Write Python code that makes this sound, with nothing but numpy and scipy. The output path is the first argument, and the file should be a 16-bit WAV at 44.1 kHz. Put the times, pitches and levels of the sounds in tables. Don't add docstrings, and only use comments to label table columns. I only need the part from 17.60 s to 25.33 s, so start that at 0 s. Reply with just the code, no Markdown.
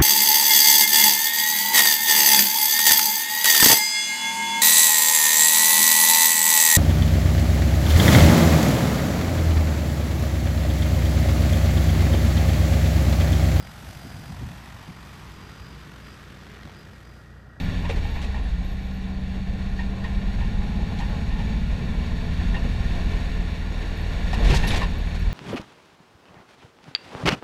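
import sys
import numpy as np
from scipy import signal
from scipy.fft import rfft, irfft
from scipy.io import wavfile
from scipy.ndimage import uniform_filter1d

SR = 44100
rng = np.random.default_rng(int(sys.argv[2]) if len(sys.argv) > 2 else 0)


def digitize_waveform(pressure):
    field = np.atleast_2d(pressure).T
    bounded = np.clip(field, -1, 1)
    quanta = np.round(bounded * 32767).astype(np.int16)
    wavfile.write(sys.argv[1], SR, quanta)


N = 340893
TIME = np.arange(N) / SR

PULSE_DB = [2.5, 4, -3, -16]
# f/Hz, width/Hz, lift/dB
CABIN_MODES = [(376, 20, -3.5), (434, 50, 5), (691, 45, 5), (801, 125, 5), (947, 31, -6.5), (1418, 64, 7.5),
               (1785, 330, 10.5), (2293, 107, 6), (3550, 140, 2), (4484, 190, 5), (5510, 420, 7),
               (6660, 180, 8.5), (8020, 450, 5.5), (9800, 31, 11), (11500, 36, -2)]


def undb(db):
    return 10 ** (np.asarray(db) / 20)


def unit(x):
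    return x / np.sqrt(np.mean(x ** 2))


def curve(points):
    return np.interp(TIME, *np.transpose(points))


def wander(rate):
    step = max(int(SR / rate), 2)
    stairs = np.repeat(rng.standard_normal(N // step + 1), step)
    return unit(uniform_filter1d(stairs, step)[:N])


def grains(rate, scatter_db):
    size = undb(scatter_db * (2 * rng.random(N) - 1)) * np.sign(rng.standard_normal(N))
    return unit(size * (rng.random(N) < rate / SR))


def burst(start, length, fade, rise=0.0012):
    out = np.zeros(N)
    near = slice(int(start * SR), int((start + length + 10 * fade) * SR))
    age = TIME[near] - start
    out[near] = np.minimum(age / rise, 1) * np.exp(-np.maximum(age - length, 0) / fade)
    return out


def oscillator(hz):
    return np.sin(2 * np.pi * np.cumsum(hz) / SR)


def resonance(hz, centre_hz, width_hz, lift_db):
    detune = 2 * (hz - centre_hz) / width_hz
    return lift_db / (1 + detune ** 2), np.arctan(detune)


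def colour(x, points, modes=(), size=8192):
    f = np.maximum(np.arange(size // 2 + 1) * SR / size, 1)
    hz, db = np.transpose(points)
    octaves_outside = np.maximum(np.log2(f / hz[-1]), 0) + np.maximum(np.log2(hz[0] / f), 0)
    db = np.interp(np.log(f), np.log(hz), db) - 20 * octaves_outside
    for mode in modes:
        db = db + resonance(f, *mode)[0]
    cepstrum = irfft(np.log(undb(db)))[:size // 2]
    cepstrum[0] /= 2
    response = irfft(np.exp(2 * rfft(cepstrum, size)))
    return signal.fftconvolve(x, response / np.linalg.norm(response))[:N]


def ring(start, modes, tilt_db=0, rise=0.0028):
    out = np.zeros(N)
    near = slice(int(start * SR), int((start + .5) * SR))
    age = TIME[near] - start
    for hz, db, t60 in modes:
        envelope = (1 - np.exp(-age / rise)) * np.exp(-np.log(1000) * age / t60)
        out[near] += undb(db + tilt_db * np.log2(hz / 100)) * envelope * np.sin(2 * np.pi * hz * age)
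    return out


def bump(start=6.89, hold=0.29, rise=0.18, fall=0.072):
    return np.exp(np.minimum(TIME - start, 0) / rise - np.maximum(TIME - start - hold, 0) / fall)


def road(rumble_lift_db, roar_db):
    # t/s, level/dB
    roughness = [(0, -25), (.55, -28), (.95, -29.5), (1.3, -31.5), (1.9, -30), (2.7, -27), (4.5, -26),
                 (4.9, -23.5), (5.3, -23.5), (5.6, -26), (5.85, -28.5), (6.25, -31.5), (6.6, -26.5),
                 (7.73, -27.5)]
    # f/Hz, relative level/dB
    floor_spectrum = [(8, -1), (25, -3), (43, 3), (60, -3), (77, -8), (95, -9), (130, -17.5), (180, -12),
                      (240, -18), (300, -29.5), (600, -54.5)]
    tyre_spectrum = [(180, -14), (300, 6), (420, 3.5), (600, 2), (800, -3), (1060, 1.5), (1260, -12.5),
                     (1500, -17), (2500, -37.5)]
    rumble = unit(colour(rng.standard_normal(N), floor_spectrum))
    grit = rng.standard_normal(N) + 0.75 * grains(1400, scatter_db=7.6)
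    roar = unit(colour(grit, tyre_spectrum, CABIN_MODES))
    return rumble * undb(curve(roughness) + rumble_lift_db) + roar * undb(roar_db + 1.2 * wander(20))


def fan_and_valves(cycle, tick_share=0.38, tick_decay=0.62, throb=0.047):
    # f/Hz, relative level/dB
    spectrum = [(1100, -8), (1450, -2.5), (2100, -0.5), (2750, 3), (3100, -3.5), (3700, 1.5), (4500, -5),
                (5000, -14.5), (6800, -15.5), (8600, -23.5), (10000, -22.5), (12500, -27), (15000, -27)]
    tick_phase = 2 * len(PULSE_DB) * cycle % 1
    force = undb(3 * wander(130))
    ticks = unit(np.exp(-tick_phase / tick_decay) * force * rng.standard_normal(N))
    pulsation = 1 + throb * np.cos(2 * np.pi * (cycle - .15))
    rush = (rng.standard_normal(N) + tick_share * ticks) * pulsation
    return unit(colour(rush, spectrum, CABIN_MODES)) * undb(.5 * wander(14))


def gears(cycle, cycle_hz, mesh_order=48.5, level_db=-62.5, spread_hz=18):
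    mesh_cycles = mesh_order * cycle + np.cumsum(spread_hz * wander(60)) / SR
    lift_db, _ = resonance(mesh_order * cycle_hz, centre_hz=835, width_hz=99, lift_db=12)
    return np.sqrt(2) * undb(level_db + lift_db + 2 * wander(25.93)) * np.sin(2 * np.pi * mesh_cycles)


def squeaks(squeal_spread_hz=120, chirp_spread_hz=500, sag_hz=150, sag_s=.06):
    # t/s, settled f/Hz, level/dB, length/s
    squeals = [(0, 12200, -60, 0.055), (.18, 12330, -68, .055), (0.315, 12300, -65, .025),
               (.44, 12180, -66, .02), (.5, 12080, -64, .06), (1.03, 11740, -64, .1),
               (1.19, 11740, -69, .08), (1.32, 11740, -69, .04), (1.46, 11740, -75, .04)]
    # t/s, start f/Hz, end f/Hz, level/dB, length/s, fade/s
    chirps = [(.833, 10100, 9800, -64, .01, .012), (5.981, 13700, 13500, -62, .003, .004),
              (6.372, 13700, 13400, -55, .004, .004), (6.408, 12400, 12200, -58, .008, .008),
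              (7.07, 11700, 11500, -41, 0.008, .012), (7.076, 10500, 10200, -42, 0.02, .014),
              (7.381, 13500, 12800, -53, .005, .004), (7.594, 13800, 13300, -56.5, 0.0046, .004)]
    drift = squeal_spread_hz * wander(1200)
    grip = undb(3 * wander(110))
    out = 0
    for t, hz, db, length in squeals:
        pitch = hz + drift + sag_hz * np.exp(-np.maximum(TIME - t, 0) / sag_s)
        out = out + undb(db) * burst(t, length, fade=.03, rise=.008) * grip * oscillator(pitch)
    waver = chirp_spread_hz * wander(2500)
    for t, start_hz, end_hz, db, length, fade in chirps:
        pitch = np.interp(TIME, [t, t + length], [start_hz, end_hz]) + waver
        out = out + undb(db) * burst(t, length, fade) * oscillator(pitch)
    return out


def door_buzz(fade=0.016, chatter_db=-6.5, ring_db=1):
    # t/s, level/dB, length/s, tilt/(dB per octave), favoured f/Hz
    buzzes = [(0.239, -38.5, 0.019, -7, 950), (0.292, -37.5, 0.016, 0, 2250),
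              (0.448, -41.5, 0.021, -4, 820), (0.552, -41.5, 0.035, -6, 1050), (0.751, -43, 0.021, -3, 820),
              (2.188, -40.5, 0.024, -5, 1834), (2.437, -38, 0.02, -5, 1900), (2.803, -42, 0.029, -7, 1834),
              (3.395, -38, 0.031, -7.5, 940), (3.703, -43, 0.028, -7, 1834), (3.786, -40.5, 0.021, -8, 830),
              (4.943, -36.5, 0.02, -1, 820), (6.729, -37, 0.014, 1, 950), (6.908, -39, 0.068, 3, 2690),
              (7.031, -31, 0.02, -5, 1834), (7.132, -31, 0.013, -5, 900), (7.206, -32, 0.037, -5, 1070)]
    # f/Hz, width/Hz, level/dB, delay/s
    modes = [(808, 63, -10, 0), (955, 59.4, -10.5, 0.005), (1047, 60, -14.5, 0.0063),
             (1834, 61, -4.5, 0.0035), (2220, 290, -14, 0.007), (2740, 87.7, -7, 0.0055),
             (3800, 190, -13, 0.006)]
    # f/Hz, relative level/dB
    spectrum = [(250, -33), (500, 2), (1000, 10), (1400, -2), (2500, 13), (4200, 0), (6000, -9),
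                (14000, -31)]
    shakes = np.array([undb(db) * burst(t, length, fade) for t, db, length, _, _ in buzzes])
    tilt, focus_hz = np.transpose(buzzes)[-2:]
    out = undb(chatter_db) * colour(shakes.sum(axis=0) * grains(2500, scatter_db=9.6), spectrum)
    for hz, width, db, delay in modes:
        tone = oscillator(hz + width / 2 * wander(400)) * undb(ring_db + db + 3.3 * wander(300))
        lift_db, _ = resonance(hz, focus_hz, width_hz=110, lift_db=5.3)
        drive = undb(lift_db + tilt * np.log2(hz / 1400)) @ shakes
        out = out + tone * np.interp(TIME - delay, TIME, drive)
    return out


def clacks(contact_s=0.0037, relative_width=0.19, lift_db=21):
    # t/s, level/dB, ringing f/Hz, hardness/(dB per octave)
    strikes = [(.25, -38.5, 1830, -3), (.293, -37.5, 2300, 0), (.297, -41, 3700, 2), (.309, -38, 2450, 2),
               (.445, -40, 830, -1), (.555, -41, 955, -3), (.624, -46, 3400, 2), (.644, -40, 2600, 0),
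               (.744, -36, 850, -1), (.744, -37, 1830, -7), (.758, -45, 950, 0), (2.19, -34.5, 1846, -8),
               (2.204, -40, 910, -6), (2.44, -38, 1920, -1), (3.387, -42, 4000, 0),
               (3.402, -38.5, 1860, -6), (3.407, -43, 940, -9), (4.943, -31, 1824, -5),
               (4.952, -30, 1840, -8), (4.964, -37, 2774, -7), (4.966, -35, 984, -5), (6.729, -28, 786, -1),
               (6.729, -35, 1850, -3), (6.741, -34, 950, 2), (6.908, -30, 2620, 0), (6.935, -25.5, 940, 1),
               (6.958, -32, 1834, -5), (7.086, -34, 3700, -2), (7.104, -29, 3620, 0), (7.114, -29, 2300, 0),
               (7.145, -29, 920, -1), (7.214, -30, 1800, -1), (7.217, -29, 1074, -5),
               (7.229, -30, 1060, 0.5)]
    # f/Hz, relative level/dB
    spectrum = [(300, -3), (700, 1), (2500, -3), (4300, -1.5), (6000, -10), (14000, -30)]
    out = np.zeros(N)
    for t, db, hz, hardness in strikes:
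        near = slice(int(t * SR), int(t * SR) + SR // 10)
        contact = burst(t, contact_s, fade=0.0082)[near]
        noise = contact * rng.standard_normal(len(contact))
        tilted = [(f, level + hardness * np.log2(max(f / hz, 1))) for f, level in spectrum]
        crack = colour(noise, tilted, [(hz, relative_width * hz, lift_db)])[:len(contact)]
        tone = burst(t, contact_s, fade=.007)[near] * np.sin(2 * np.pi * hz * (TIME[near] - t))
        clack = unit(crack) + undb(-7 - 2.2 * hardness) * unit(tone)
        out[near] += undb(db) * clack * np.linalg.norm(contact) / np.linalg.norm(clack)
    return out


def clatter():
    # t/s, base level/dB, length/s, brightness (shifts the balance towards the scrape)
    jolts = [(0.291, -35, 0.017, 0.5), (0.359, -38.5, 0.024, 1), (0.615, -39, 0.035, 2),
             (3.386, -44, 0.018, 3.1), (6.843, -33, 0.045, 2), (6.892, -28.5, 0.051, 1),
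             (6.9, -35, 0.008, 3.5), (6.945, -28.5, 0.03, 3.5), (6.985, -44, 0.077, 3.5),
             (7.072, -36.5, 0.019, 4.5), (7.101, -30.5, 0.048, 2), (7.135, -40, .005, 1),
             (7.158, -30, 0.022, 3), (7.544, -38.5, 0.022, 1.5)]
    # f/Hz, relative level/dB
    dull_spectrum = [(250, -8), (500, 11.5), (1000, 6.5), (1300, 2), (1800, 7), (2600, 6.5), (4000, -2),
                     (5500, -13), (8000, -18), (11000, -28.5), (15000, -32)]
    scrape_spectrum = [(2000, 4.5), (4000, 9), (6000, 4.0), (9000, -6.0), (15000, -20)]
    dull = sharp = 0
    for t, db, length, bright in jolts:
        dull = dull + undb(db - 1.9 * bright) * burst(t, length, fade=0.0044)
        sharp = sharp + undb(db + 4.3 * bright - 18) * burst(t, length, fade=0.007)
    scrape = colour(sharp * grains(9000, scatter_db=2.8), scrape_spectrum)
    return colour(dull * grains(4000, scatter_db=2.3), dull_spectrum) + scrape


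def knocks(focus_width_hz=27, focus_db=5):
    # t/s, level/dB, hardness/(dB per octave), favoured f/Hz
    blows = [(0.798, -33, -6, 69), (2.821, -31, -1, 69), (3.42, -28, -5, 69), (4.221, -24.5, 2.5, 177),
             (4.86, -26.5, -7.5, 43), (5.07, -26, -2.5, 143), (6.771, -26, -7.5, 43),
             (6.822, -23, -5.5, 43), (6.871, -20.5, -0.5, 143), (6.896, -14.5, 3.5, 178),
             (6.924, -16, 5, 69), (6.931, -26.5, -1, 178), (7.1, -33, -11, 69), (7.134, -23, -8, 69),
             (7.662, -34.5, -11.5, 43)]
    # t/s, level/dB
    clonks = [(.295, -20.5), (.306, -25), (5.052, -29), (6.803, -22)]
    # f/Hz, level/dB, T60/s
    shell_modes = [(42.7, -1, 0.43), (64.7, -1.5, 0.085), (141.7, 0, 0.14), (179, -6.5, 0.095),
                   (378, -11.5, 0.11)]
    part_modes = [(469, -1.5, 0.059), (540, -1.5, 0.043)]
    out = sum(undb(db) * ring(t, part_modes) for t, db in clonks)
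    for t, db, hardness, focus_hz in blows:
        modes = [(hz, level + resonance(hz, focus_hz, focus_width_hz, focus_db)[0], t60)
                 for hz, level, t60 in shell_modes]
        out = out + undb(db) * ring(t, modes, hardness)
    return out


def exhaust(cycle, cycle_hz, load, level_db=0.2, overrun_db=4.5, overrun_hz_per_s=9.1):
    # order, pulling level/dB, coasting level/dB
    harmonics = [(1, -44, -47), (2, -39, -35.5), (3, -33.5, -49.5), (4, -35, -35), (5, -37.5, -51),
                 (6, -44, -44.5), (7, -40, -49.5), (8, -49, -47.5), (9, -46, -58), (10, -51, -58),
                 (11, -51.5, -86), (12, -40.5, -51.5), (13, -42.5, -64), (14, -64, -57), (15, -51, -84),
                 (16, -61, -63.5), (17, -61.5, -57), (18, -73, -68)]
    # f/Hz, width/Hz, lift/dB
    air_modes = [(38.93, 2.7, 8), (56.5, 6.5, 2), (74.7, 9.4, 2.5), (170.2, 17.8, 8.5), (186.3, 28.6, 11),
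                 (226, 13.7, -2), (256, 14.3, 7)]
    start_cycles = 0.1646
    firings = np.arange(len(PULSE_DB)) / len(PULSE_DB)
    angle = 2 * np.pi * (cycle + start_cycles + 0.00062 * wander(40))
    overrun = np.clip(-np.gradient(cycle_hz) * SR / overrun_hz_per_s, 0, 1)
    out = 0
    for order, pull_db, coast_db in harmonics:
        phase = np.angle(np.exp(-2j * np.pi * order * firings) @ undb(PULSE_DB))
        phase -= 0.0341 * order ** 2
        db = level_db + load * pull_db + (1 - load) * coast_db + 0.6 * wander(7)
        if order == len(PULSE_DB):
            db = db + overrun_db * overrun
        for mode in air_modes:
            lift_db, lag = resonance(order * cycle_hz, *mode)
            db, phase = db + lift_db, phase - lag
        out = out + np.sqrt(2) * undb(db) * np.cos(order * angle + phase)
    return out * undb(0.65 * wander(60))


def scene(fan_db=-0.1, roar_load_db=1, bump_rush_db=7.5, bump_rumble_db=8):
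    # t/s, f/Hz
    speed = [(0, 21.6), (.18, 21.8), (.45, 18.5), (.8, 15.55), (.95, 14.65), (1.1, 16.05), (1.45, 15.79),
             (1.9, 15.9), (2.4, 16.2), (2.8, 16.65), (3.2, 16.97), (4, 17.85), (5.65, 19.81), (6.6, 19.42),
             (7.73, 19.2)]
    # t/s, load (0 coasting, 1 pulling)
    throttle = [(0, 0.6), (.3, 0.0033), (.45, 0), (1.12, 0.04), (1.35, 0.49), (3, 0.94), (4.3, 0.92),
                (5.35, 0.57), (6, 0.2), (7.73, 0.3)]
    # t/s, level/dB
    rush = [(0, -41), (.55, -43.5), (.95, -47), (1.6, -47.5), (2.7, -44.5), (4.4, -43), (5.5, -40.5),
            (6.05, -43), (6.5, -41.5), (7.73, -42)]
    cycle_hz, load, shake = curve(speed), curve(throttle), bump()
    cycle = np.cumsum(cycle_hz) / SR
    rush_db = curve(rush) + bump_rush_db * shake
    engine = exhaust(cycle, cycle_hz, load)
    engine += fan_and_valves(cycle) * undb(rush_db + fan_db) + gears(cycle, cycle_hz)
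    rattles = door_buzz() + clacks() + clatter() + knocks() + squeaks()
    rolling = road(bump_rumble_db * shake, rush_db + roar_load_db * load)
    return (engine + rolling + rattles)[None]


def record(dry, cutoff_hz=15200):
    return signal.sosfilt(signal.ellip(10, .2, 80, cutoff_hz, fs=SR, output="sos"), dry)


dry = scene()
out = record(dry)
digitize_waveform(out)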